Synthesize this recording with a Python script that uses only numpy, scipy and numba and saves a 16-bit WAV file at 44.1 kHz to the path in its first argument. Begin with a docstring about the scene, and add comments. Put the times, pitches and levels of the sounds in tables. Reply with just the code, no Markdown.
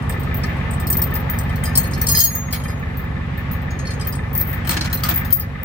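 """A V8 truck idles a few metres from a phone with two microphone ports. Uneven exhaust puffs ring the pipes of
its two banks; valve blows rattle covers and block. Close to the phone, hands shift a steel chain and hook: each
clink rings decaying link and hook modes. Slack chain knocks on a car shell, ringing dull sheet-metal modes and
a scrape of noise. Behind them lies banded noise of fan rush and open air; the phone's gain control turns the
scene down twice."""
import sys
import numpy as np
from scipy import signal
from scipy.io import wavfile
from scipy.ndimage import uniform_filter1d
from numba import njit

SR = 44100
rng = np.random.default_rng(int(sys.argv[2]) if len(sys.argv) > 2 else 0)


def store_pcm(level_fs):
    """Save levels as 16-bit WAV."""
    pcm = np.round(np.clip(level_fs, -1, 1) * 32767).astype(np.int16)
    wavfile.write(sys.argv[1], SR, np.atleast_2d(pcm).T)


N = 249008


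def undb(db):
    """Decibels to an amplitude factor."""
    return 10 ** (np.asarray(db) / 20)


def level(x, db):
    """Scale x to an rms level."""
    return x * undb(db) / np.sqrt(np.mean(x ** 2))


def band(x, hz, width):
    """Two-pole resonance, gain 1 at the centre."""
    return signal.lfilter(*signal.iirpeak(hz, hz / max(width, 1), fs=SR), x)


def band_twice(x, hz, width, second_width):
    """Two resonances in a row at one centre, for steeper skirts."""
    return band(band(x, hz, width), hz, second_width)


def butter(x, order, hz, kind="low"):
    """Butterworth filter."""
    return signal.sosfilt(signal.butter(order, hz, kind, fs=SR, output="sos"), x)


def pair(likeness):
    """Left and right noise that share a part."""
    mid, side = rng.standard_normal((2, N))
    c = np.clip(likeness, 0, 1)
    return np.sqrt((1 + c) / 2) * mid + np.sqrt((1 - c) / 2) * side * np.array([[1], [-1]])


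def spikes(s, size):
    """An impulse at each time that falls within the scene."""
    at = (np.asarray(s) * SR).astype(int)
    keep = (at >= 0) & (at < N)
    return np.bincount(at[keep], size[keep], N)


def fade(x, t60):
    """Each impulse becomes an exponential tail."""
    return signal.lfilter([1], [1, -np.exp(-np.log(1000) / (t60 * SR))], x)


# Idle speed: t/s, engine cycles f/Hz; one cycle is two crank turns, eight firings
IDLE_SPEED = [(0.0, 5.8499), (1.1, 5.874), (2.2, 5.8646), (3.3, 5.862), (4.4, 5.8513), (5.65, 5.8838)]
FIRST_FIRING = .188  # cycles


def times(count):
    """Moments at which the engine passes each of count equal steps of its cycle."""
    s, cycle_hz = np.transpose(IDLE_SPEED)
    clock = np.arange(N) / SR
    turns = np.cumsum(np.interp(clock, s, cycle_hz)) / SR - FIRST_FIRING
    step = np.arange(-count, int(turns[-1] * count) + 1)
    return np.interp(step / count, turns, clock, left=-1), step % count


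# Cylinders in firing order: exhaust bank, lateness t/ms, level/dB
FIRING_ORDER = [(0, -0.15, 4), (1, -0.36, 4.5), (1, 0.27, -1.9), (0, -0.36, 7), (1, -0.45, 4),
                (0, -0.96, 0.5), (0, -1.45, 2), (1, -0.52, 1.5)]
# Standing waves, one list for each bank's pipe: f/Hz, width f/Hz, level/dB, polarity
PIPE_MODES = [
    [(66, 35.3, 23, 1), (77.9, 5.1, 33.5, -1), (101.67, 8.85, 39.5, -1), (105.1, 7.56, 41.5, 1),
     (120, 13.6, 25, -1), (157.7, 8.5, 29.5, -1), (232.7, 17.5, 30, -1), (231.57, 14.8, 33.5, 1)],
    [(45.2, 7, 27.5, -1), (64.55, 27.4, 37, 1), (65.38, 10.9, 39.5, -1), (134.4, 26.1, 31.5, -1),
     (177, 12.7, 37, -1), (177.14, 7.74, 40, 1), (231.3, 6, 23.5, -1), (260.3, 27, 19, 1)],
]


def exhaust():
    """The banks fire unevenly (cross-plane crank), each into its own pipe."""
    s, cylinder = times(count=8)
    bank, late_ms, db = np.transpose(FIRING_ORDER)[:, cylinder]
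    late_chance, size_chance = rng.standard_normal((2, len(s)))
    s = s + (late_ms + 0.19 * late_chance) / 1000
    size = undb(db + 1.38 * size_chance)  # combustion varies
    out = 0
    for k, pipe in enumerate(PIPE_MODES):
        puffs = spikes(s, size * (np.round(bank) == k))
        for hz, width, mode_db, polarity in pipe:
            out = out + np.sign(polarity) * undb(mode_db) * band(puffs, hz, width)
    out = butter(butter(out, 2, 400), 1, 20, "high")
    # low tones reach both ports alike; a band near 208 Hz differs between them
    lean = level(band(out, 208, 140), -17.0) * np.array([[-1], [1]])
    return level(out, 0) + lean


# Sixteen valve events a cycle: level/dB in the pan and covers, level/dB in the block
VALVE_BLOWS = [(-7.5, -10), (-2.5, 4.5), (-4.5, -7), (-16, -12), (0.5, -37.5), (-8.5, 2), (-10, 11.5),
               (-11, -15), (-11.5, -4), (0.5, -3.5), (-5, 8.5), (-12, 3.5), (-11.5, 2), (-3, 3.5),
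               (-6.5, -6), (-12.5, -32)]
# Resonances of the pan and covers: f/Hz, width f/Hz, level/dB
COVER_MODES = [(476, 60, -2.5), (536, 42, 5.5), (752, 540, -5), (838, 180, -2), (1078, 150, 0.5)]
# Resonances of the engine block: f/Hz, width f/Hz, level/dB
BLOCK_MODES = [(1251, 76, -1.5), (1775.5, 68, 3.5), (2000, 150, -2), (2396, 73, -3.5), (2620, 120, -44),
               (3660, 150, -12.5)]
PORT_LAG_S = 0.000094  # the right port hears the valve gear later


def clatter():
    """Each valve blow is a tick and a puff of hiss; both ring the covers and the block."""
    s, valve = times(count=16)
    blow_db = np.array(VALVE_BLOWS)[valve]
    out = 0
    for k, (modes, db, likeness, tick_db) in enumerate([(COVER_MODES, -16, .4, 19), (BLOCK_MODES, -14, .5, 14)]):
        blows = spikes(s, undb(blow_db[:, k] + 1.7 * rng.standard_normal(len(s))))
        hiss = (fade(blows, 0.064) + 0.14) * pair(likeness)  # a little hiss never stops
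        drive = hiss + undb(tick_db) * blows
        ringing = sum(undb(mode_db) * band_twice(drive, hz, width, 2 * width) for hz, width, mode_db in modes)
        out = out + level(ringing, db)
    out[1] = np.interp(np.arange(N) - PORT_LAG_S * SR, np.arange(N), out[1])
    # the bonnet holds the treble back; the left port hears a little more
    return butter(out, 2, 3200) * undb(np.array([[.8], [-.8]]))


@njit
def add(out, start, pole, rise, left, right):
    """Adds sines that swell and decay, each with its own size and phase at the two microphone ports."""
    for k in range(len(start)):
        z, rest, i = 1. + 0j, 1., start[k]
        while i < out.shape[1] and z.real ** 2 + z.imag ** 2 > 1e-6:
            out[0, i] += (1 - rest) * (z * left[k]).imag
            out[1, i] += (1 - rest) * (z * right[k]).imag
            z, rest, i = z * pole[k], rest * rise, i + 1


def strike(s, db, pan_db, ring, rise_ms, modes, detune, scatter_db, spread, ping_hz=None):
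    """Every blow rings one table of modes; where it lands changes the share of each."""
    hz, mode_db, t60 = np.transpose(modes)
    share_chance, pitch_chance, phase_chance = rng.standard_normal((3, len(s), len(hz)))
    share_db = mode_db + scatter_db * share_chance
    hz = hz * (1 + detune * pitch_chance)
    if ping_hz is not None:  # the mode next to the ping gets a fixed, large share
        nearest = np.arange(len(s)), np.argmin(abs(hz - ping_hz[:, None]), axis=1)
        share_db[nearest] = 13.5
    size = undb(share_db)
    size = size / np.sqrt(np.sum(size ** 2, axis=1, keepdims=True)) * undb(db)[:, None]
    # a grip adds its damping to each mode's own
    decay = np.log(1000) * (1 / t60 + 1 / np.clip(ring, .01, 5)[:, None])
    pole = np.exp((2j * np.pi * hz - decay) / SR)
    rise = np.exp(-1000 / (rise_ms * SR))
    tilt = undb(pan_db / 2)[:, None] * np.exp(1j * spread * phase_chance)
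    out = np.zeros((2, N))
    start = np.repeat((s * SR).astype(np.int64), len(modes))
    add(out, start, pole.ravel(), rise, (size * tilt).ravel(), (size / tilt).ravel())
    return out


REBOUND_FADE_DB, REBOUND_SCATTER_DB = 6, 2.5  # loss per mean delay; scale of the random gain


def rebounds(s, mean_s, count):
    """After each blow, count small collisions follow at random: times, gains in dB, index of the blow."""
    delay, luck = rng.exponential(size=(2, len(s), count))
    gain_db = REBOUND_SCATTER_DB * luck - REBOUND_FADE_DB * delay
    at = s[:, None] + .004 + mean_s * delay
    return at.ravel(), gain_db.ravel(), np.repeat(np.arange(len(s)), count)


# Clinks close to the phone: t/s, link stretching peak level/dB, link bending rms level/dB,
# hook rms level/dB, the hook's loudest ping f/Hz
CLINK_BLOWS = [(0.0214, -52, -43.5, -48, 3060), (0.0941, -26, -25, -36.5, 3150),
               (0.1214, -41, -45, -38, 3660), (0.1965, -31, -45, -48, 3150), (0.2318, -38, -42, -45, 4410),
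               (0.343, -20, -45, -41, 3660), (0.368, -28, -45, -48, 3010),
               (0.4348, -40, -39.5, -26.5, 5140), (0.4554, -36, -59, -55, 3390),
               (0.4894, -44, -60, -50, 3670), (0.5681, -56, -47, -52, 3020),
               (0.7082, -33, -29.5, -49, 3060), (0.7341, -43, -30.5, -47, 5780),
               (0.799, -27, -30.5, -40, 3840), (0.8693, -17, -30, -32, 5200),
               (0.9012, -8, -18.5, -36, 6660), (0.9264, -14, -26, -27.5, 6210),
               (0.9691, -8.5, -31, -35, 4380), (1.018, -8.5, -24, -28.5, 5430),
               (1.1392, -19, -46, -41, 3410), (1.1526, -17, -34.5, -35.5, 5150),
               (1.2974, -15.5, -36.5, -38, 3310), (1.3383, -30, -56, -42, 3000),
               (1.3866, -24, -25, -33.5, 5990), (1.4939, -42, -41, -39, 3070),
               (1.5573, -29, -42, -40, 4260), (1.6371, -20, -22.5, -34, 3000),
               (1.6544, -29, -30, -29.5, 4970), (1.7533, -19, -21, -19.5, 5110),
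               (1.7738, -4.5, -12.5, -25, 5120), (1.8394, -42, -33, -35.5, 4340),
               (1.91, -46, -35, -43, 6600), (1.9344, -58, -38, -27.5, 5110), (1.9764, -34, -43, -41, 5150),
               (2.0142, -11, -25, -26, 5950), (2.0676, -20, -17.5, -21, 5450),
               (2.0851, -17, -20.5, -18.5, 6640), (2.116, -8, -30, -31, 4340),
               (2.1489, -20, -27, -16.5, 4970), (2.1709, -6, -25, -22.5, 4970),
               (2.1874, -12, -17, -21.5, 6620), (2.2019, -6.5, -24, -22, 6640),
               (2.2364, -4, -21, -22.5, 6610), (2.35, -13, -53, -43, 6620), (2.5078, -34, -56, -40, 6600),
               (2.5256, -16.5, -27.5, -27.5, 4860), (2.6363, -42, -39, -39.5, 3190),
               (2.6812, -58, -38.5, -41.5, 5000), (2.7934, -42, -56, -65, 3470),
               (2.9715, -25.5, -66, -52, 4590), (3.3751, -32, -51, -50, 3240),
               (3.5128, -23.5, -54, -45, 3540), (3.6182, -41, -56, -60, 3020),
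               (3.706, -45, -52, -39.5, 6640), (3.7897, -51, -39, -35, 6660), (3.853, -56, -47, -37, 4310),
               (3.869, -59, -55, -30, 4310), (3.9055, -52, -36, -31.5, 4310), (3.935, -50, -42, -42, 6620),
               (3.9967, -52, -39, -38, 3180), (4.0102, -51, -34, -31, 5000), (4.0471, -46, -41, -41, 3180),
               (4.071, -15, -51, -38, 3170), (4.1244, -42, -33.5, -33.5, 5010),
               (4.1524, -45, -31, -48, 3580), (4.331, -25, -51, -49, 3180), (4.3509, -12, -40, -37, 4690),
               (4.3774, -10, -44, -39, 5720), (4.3979, -14, -44, -43, 3510),
               (4.4113, -10.5, -39, -34, 4150), (4.4746, -21.5, -52, -49, 3590),
               (4.4944, -24, -47, -55, 3000), (4.5295, -22, -39.5, -40, 3130),
               (4.6472, -45, -41, -38, 3160), (4.6712, -20, -34, -33, 4150),
               (4.6921, -10.5, -23, -22.5, 4450), (4.7074, -22, -21.5, -25, 4100),
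               (4.767, -37, -41, -25, 4100), (4.8089, -39, -35, -18.5, 4110), (4.8473, -33, -49, -34, 4110),
               (4.9276, -15, -33, -28, 4160), (4.9399, -13, -43, -37, 4150), (4.972, -28, -35, -33, 4010),
               (5.0349, -14.5, -25, -21, 4620), (5.0882, -8.5, -31, -28, 4040),
               (5.1396, -16, -40, -43, 3220), (5.1586, -8.5, -35, -43, 3330),
               (5.2479, -23, -42.5, -36, 3500), (5.3052, -22, -46, -36, 3090),
               (5.3257, -3.5, -29.5, -30, 5100), (5.3681, -19.5, -44, -45, 5000),
               (5.4074, -36, -50, -38.5, 4980), (5.6325, -20, -52, -47, 3430)]
# Ring modes, each table: f/Hz, level/dB, t60 t/s
# lower modes of the hook
HOOK_LOW_MODES = [(3149, -8, .2), (3620, -12, .06), (4120, -6, .25), (4325, 0, .25), (4640, -10, .07),
                  (4976, -2, .2), (5130, -4, .1), (5430, -5, .07), (5900, -4, .08), (6600, -8, 1.0),
                  (6611, -10, .9)]
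# links bending
BEND_MODES = [(7800, -32, .12), (8120, 4, 0.48), (8040, 3.5, 0.056), (8500, 11, 0.092), (8800, 9.5, 0.3),
              (8800, 7, 0.036)]
# upper modes of the hook
HOOK_HIGH_MODES = [(10617, 0, .35), (10812, -16, .6), (11780, -7, .2), (12149, -7, .6)]
# links stretching
STRETCH_MODES = [(14062, -11, .25), (14310, -9, .2), (14420, 0, .08), (14504, 1, .45), (14671, -7, .07),
                 (14846, -9, .08), (14900, -3, .07), (14950, -2, .3), (15200, -10, .05), (15400, -11, .05),
                 (15714, -9, .25)]
# How freely the hook hangs: t/s, ring t60 t/s of the grip's damping, before weak parts are shortened
HOOK_GRIP = [(0, 0.071), (.85, 0.16), (1.6, .12), (1.66, 0.57), (2.05, 0.18), (2.17, 2.7), (2.7, 0.99),
             (3.6, 0.17), (4.2, .2), (4.3, 0.073), (4.65, 0.1), (5.35, 0.12), (5.41, .4)]
HOOK_HIGH_DB = (-15.5, -3.5)  # upper hook modes against the lower ones: held in the hand, hanging free
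LINK_PAN_DB, HOOK_PAN_DB, PAN_SCATTER_DB = 4.5, 1.5, 2  # left minus right: the links hang further left
STRETCH_GRIP_S, BEND_GRIP_S = 0.2, 0.073  # t60 of the grip's damping, before weak parts are shortened
REBOUND_DB, REBOUND_S = -13.5, .035  # loose links settling: level against the clink, mean delay
TICK_DB, TICK_T60_S = -13.5, 0.012  # click of contact before its filter, against the loudest part


def chain():
    """Each clink: a short crack with link and hook modes, then loose links settling; a grip shortens the ring."""
    s, stretch_db, bend_db, hook_db, ping_hz = np.transpose(CLINK_BLOWS)
    at, gain_db, parent = rebounds(s, REBOUND_S, count=6)
    lean_db = PAN_SCATTER_DB * rng.standard_normal(len(s))
    crest_db = 10 * np.log10(2)  # rms to peak of a sine
    loudest_db = np.max([stretch_db, bend_db, hook_db], axis=0)
    hanging = np.interp(s, *np.transpose(HOOK_GRIP))
    high_db = hook_db + np.interp(np.log10(hanging), [-1, 0], HOOK_HIGH_DB)
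    each, scatter_db = np.ones(len(s)), 4
    # modes, dB, pan dB, grip t60 s, detune (links differ a little in size), ping Hz, crack dB, crack width
    parts = [
        (HOOK_LOW_MODES, hook_db + crest_db, HOOK_PAN_DB, hanging, .001, ping_hz, 1.5, 0.28),
        (BEND_MODES, bend_db + crest_db, LINK_PAN_DB, BEND_GRIP_S * each, .015, None, 3.5, 0.12),
        (HOOK_HIGH_MODES, high_db + crest_db, HOOK_PAN_DB, hanging, .0005, None, -10, 0.42),
        (STRETCH_MODES, stretch_db, LINK_PAN_DB, STRETCH_GRIP_S * each, .002, None, -3, 0.11)]
    out = 0
    for modes, db, pan_db, ring, detune, ping, crack_db, width in parts:
        # a part that hardly sounds is held in the hand and dies fast
        free = np.clip((db - loudest_db + 31.5) / 22, .2, 1.1)
        blow_pan_db = pan_db + lean_db
        out = out + strike(s, db, blow_pan_db, ring * free, 0.85, modes, detune, scatter_db, 1.29, ping)
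        loose_db = db[parent] + REBOUND_DB + gain_db
        loose_pan_db = np.full(len(at), pan_db)
        out = out + strike(at, loose_db, loose_pan_db, 0.61 * ring[parent], 0.62, modes, detune,
                           1.46 * scatter_db, 1.47)
        hz = np.mean(np.transpose(modes)[0])
        # faces grinding: a narrow hiss among the modes
        grind = fade(spikes(at, undb(loose_db - 11)), .04) * pair(.1)
        out = out + band_twice(grind, hz, .09 * hz, .09 * hz)
        burst = np.array([fade(spikes(s, undb(db + side * blow_pan_db / 2)), 0.086) for side in (1, -1)])
        burst = uniform_filter1d(burst, size=132, origin=65)  # the contact rolls on over 3 ms
        out = out + undb(crack_db) * band_twice(burst * pair(0.033), hz, width * hz, 2 * width * hz)
    tick = fade(spikes(s, undb(loudest_db + TICK_DB)), TICK_T60_S) * pair(0.27)
    return out + band_twice(tick, 8000, 9000, 9000)


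# Chain falling on sheet metal: t/s, peak level/dB before the 6 dB trim of the modes,
# left minus right level/dB, loudest mode f/Hz
SHELL_FALLS = [(2.533, -17, 6, 2220), (4.674, -20, 12, 3290), (4.693, -13.5, 6, 938),
               (4.709, -19, 2.0, 1248), (4.768, -13, 14, 1698), (4.811, -23, -14, 1470),
               (4.848, -19, 4, 1470), (4.93, -21, -1, 3290), (5.035, -14.5, 5, 3290),
               (5.051, -14.5, 4, 938), (5.087, -19, -14, 722), (5.109, -27, -41, 722)]
# Sheet-metal modes of the car shell: f/Hz, level/dB, t60 t/s
SHELL_MODES = [(323.6, 1.5, 0.24), (722, -9, 0.057), (938, -19, 0.046), (1248, 3.5, 0.2), (1470, 1.5, 0.17),
               (1698, -2, .1), (2220, 0, 0.11), (2700, -54.5, 0.072), (3290, 7.5, 0.035)]
DRAG_DB, DRAG_S = -14.5, .08  # links dragging: level against the knock, mean delay


def knocks():
    """Dull sheet-metal modes and a scrape of noise under each fall; dragging links keep the shell sounding."""
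    s, db, pan_db, ping_hz = np.transpose(SHELL_FALLS)
    at, gain_db, parent = rebounds(s, DRAG_S, count=12)
    s = np.append(s, at)
    db = np.append(db, db[parent] + DRAG_DB + gain_db)
    pan_db = np.append(pan_db, 0 * at)
    ping_hz = np.append(ping_hz, ping_hz[parent])
    scrape = fade(spikes(s, undb(db)), 0.049) * pair(0.1)
    scrape = band(band(scrape, 1450, 5500), 1280, 4600)
    ringing = strike(s, db - 6.0, pan_db, np.ones(len(s)), 1.0, SHELL_MODES, 0.0283, 6.8, 0.75, ping_hz)
    return ringing + undb(-0.5) * scrape


def walk(rate):
    """Random levels held 1 / rate s and slewed twice; spread near 1."""
    k = int(SR / rate)
    held = np.repeat(rng.standard_normal(N // k + 1), k)
    return 1.8 * uniform_filter1d(uniform_filter1d(held, k), k)[:N]


# Spectrum of fan rush and open air, before the whole is levelled: f/Hz, level/dB per Hz
AIR_SPECTRUM = [(18, -36), (30, -4), (96, -9.5), (155, -16), (317, -14), (598, -18.5), (1220, -19),
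                (1470, -44), (1770, -17.5), (5100, -49), (9890, -57), (14700, -51), (16800, -94)]


def air():
    """Half-octave bands of fan rush and open air, wavering in level; the bass is nearly the same left and right."""
    out = 0
    hz_points, db_points = np.transpose(AIR_SPECTRUM)
    for hz in 40 * 2 ** np.arange(.5, 8.8, .5):
        db = np.interp(np.log(hz), np.log(hz_points), db_points) + 1.6 * walk(4.9)
        out = out + undb(db) * band_twice(pair(1 - hz / 700), hz, hz / 2, hz / 2)
    return level(out, -9.5) * undb(np.array([[1.5], [-1.5]]))  # dB against the exhaust; leans left


# Level dips of truck and open air: t/s, brief dip level/dB, its recovery t/s, lasting drop level/dB
LEVEL_DIPS = [(2.2, -3, 0.093, -3.5), (5.332, -11, 0.017, -4)]
TRUCK_DB, DIP_FALL_S, CREEP_BACK_DB_PER_S = -21, 0.014, 0.54


def sag():
    """Gain of truck and air: each dip falls fast, a part recovers quickly and the rest creeps back slowly."""
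    db = TRUCK_DB
    clock = np.arange(N) / SR
    for s, brief_db, recovery_s, lasting_db in LEVEL_DIPS:
        after = np.maximum(clock - s, 0)
        fall = np.clip((clock - s) / DIP_FALL_S + 1, 0, 1)  # complete at s
        lasting = np.minimum(lasting_db + CREEP_BACK_DB_PER_S * after, 0)
        db = db + fall * (brief_db * np.exp(-after / recovery_s) + lasting)
    return undb(db)


def scene():
    """The phone's gain control turns the whole scene down twice; the chain and knock tables give levels with
    these dips already in them, so only the truck and open air are scaled here."""
    return sag() * (exhaust() + clatter() + air()) + chain() + knocks()


def record(dry):
    """The phone clips peaks at full scale, rolls off above the link tones and cuts the top."""
    clipped = np.clip(dry, -1, 1)
    soft = signal.sosfilt(signal.cheby2(10, 22, 16150, fs=SR, output="sos"), clipped)
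    return signal.sosfilt(signal.ellip(12, .2, 100, 16900, fs=SR, output="sos"), soft)


dry = scene()
out = record(dry)
store_pcm(out)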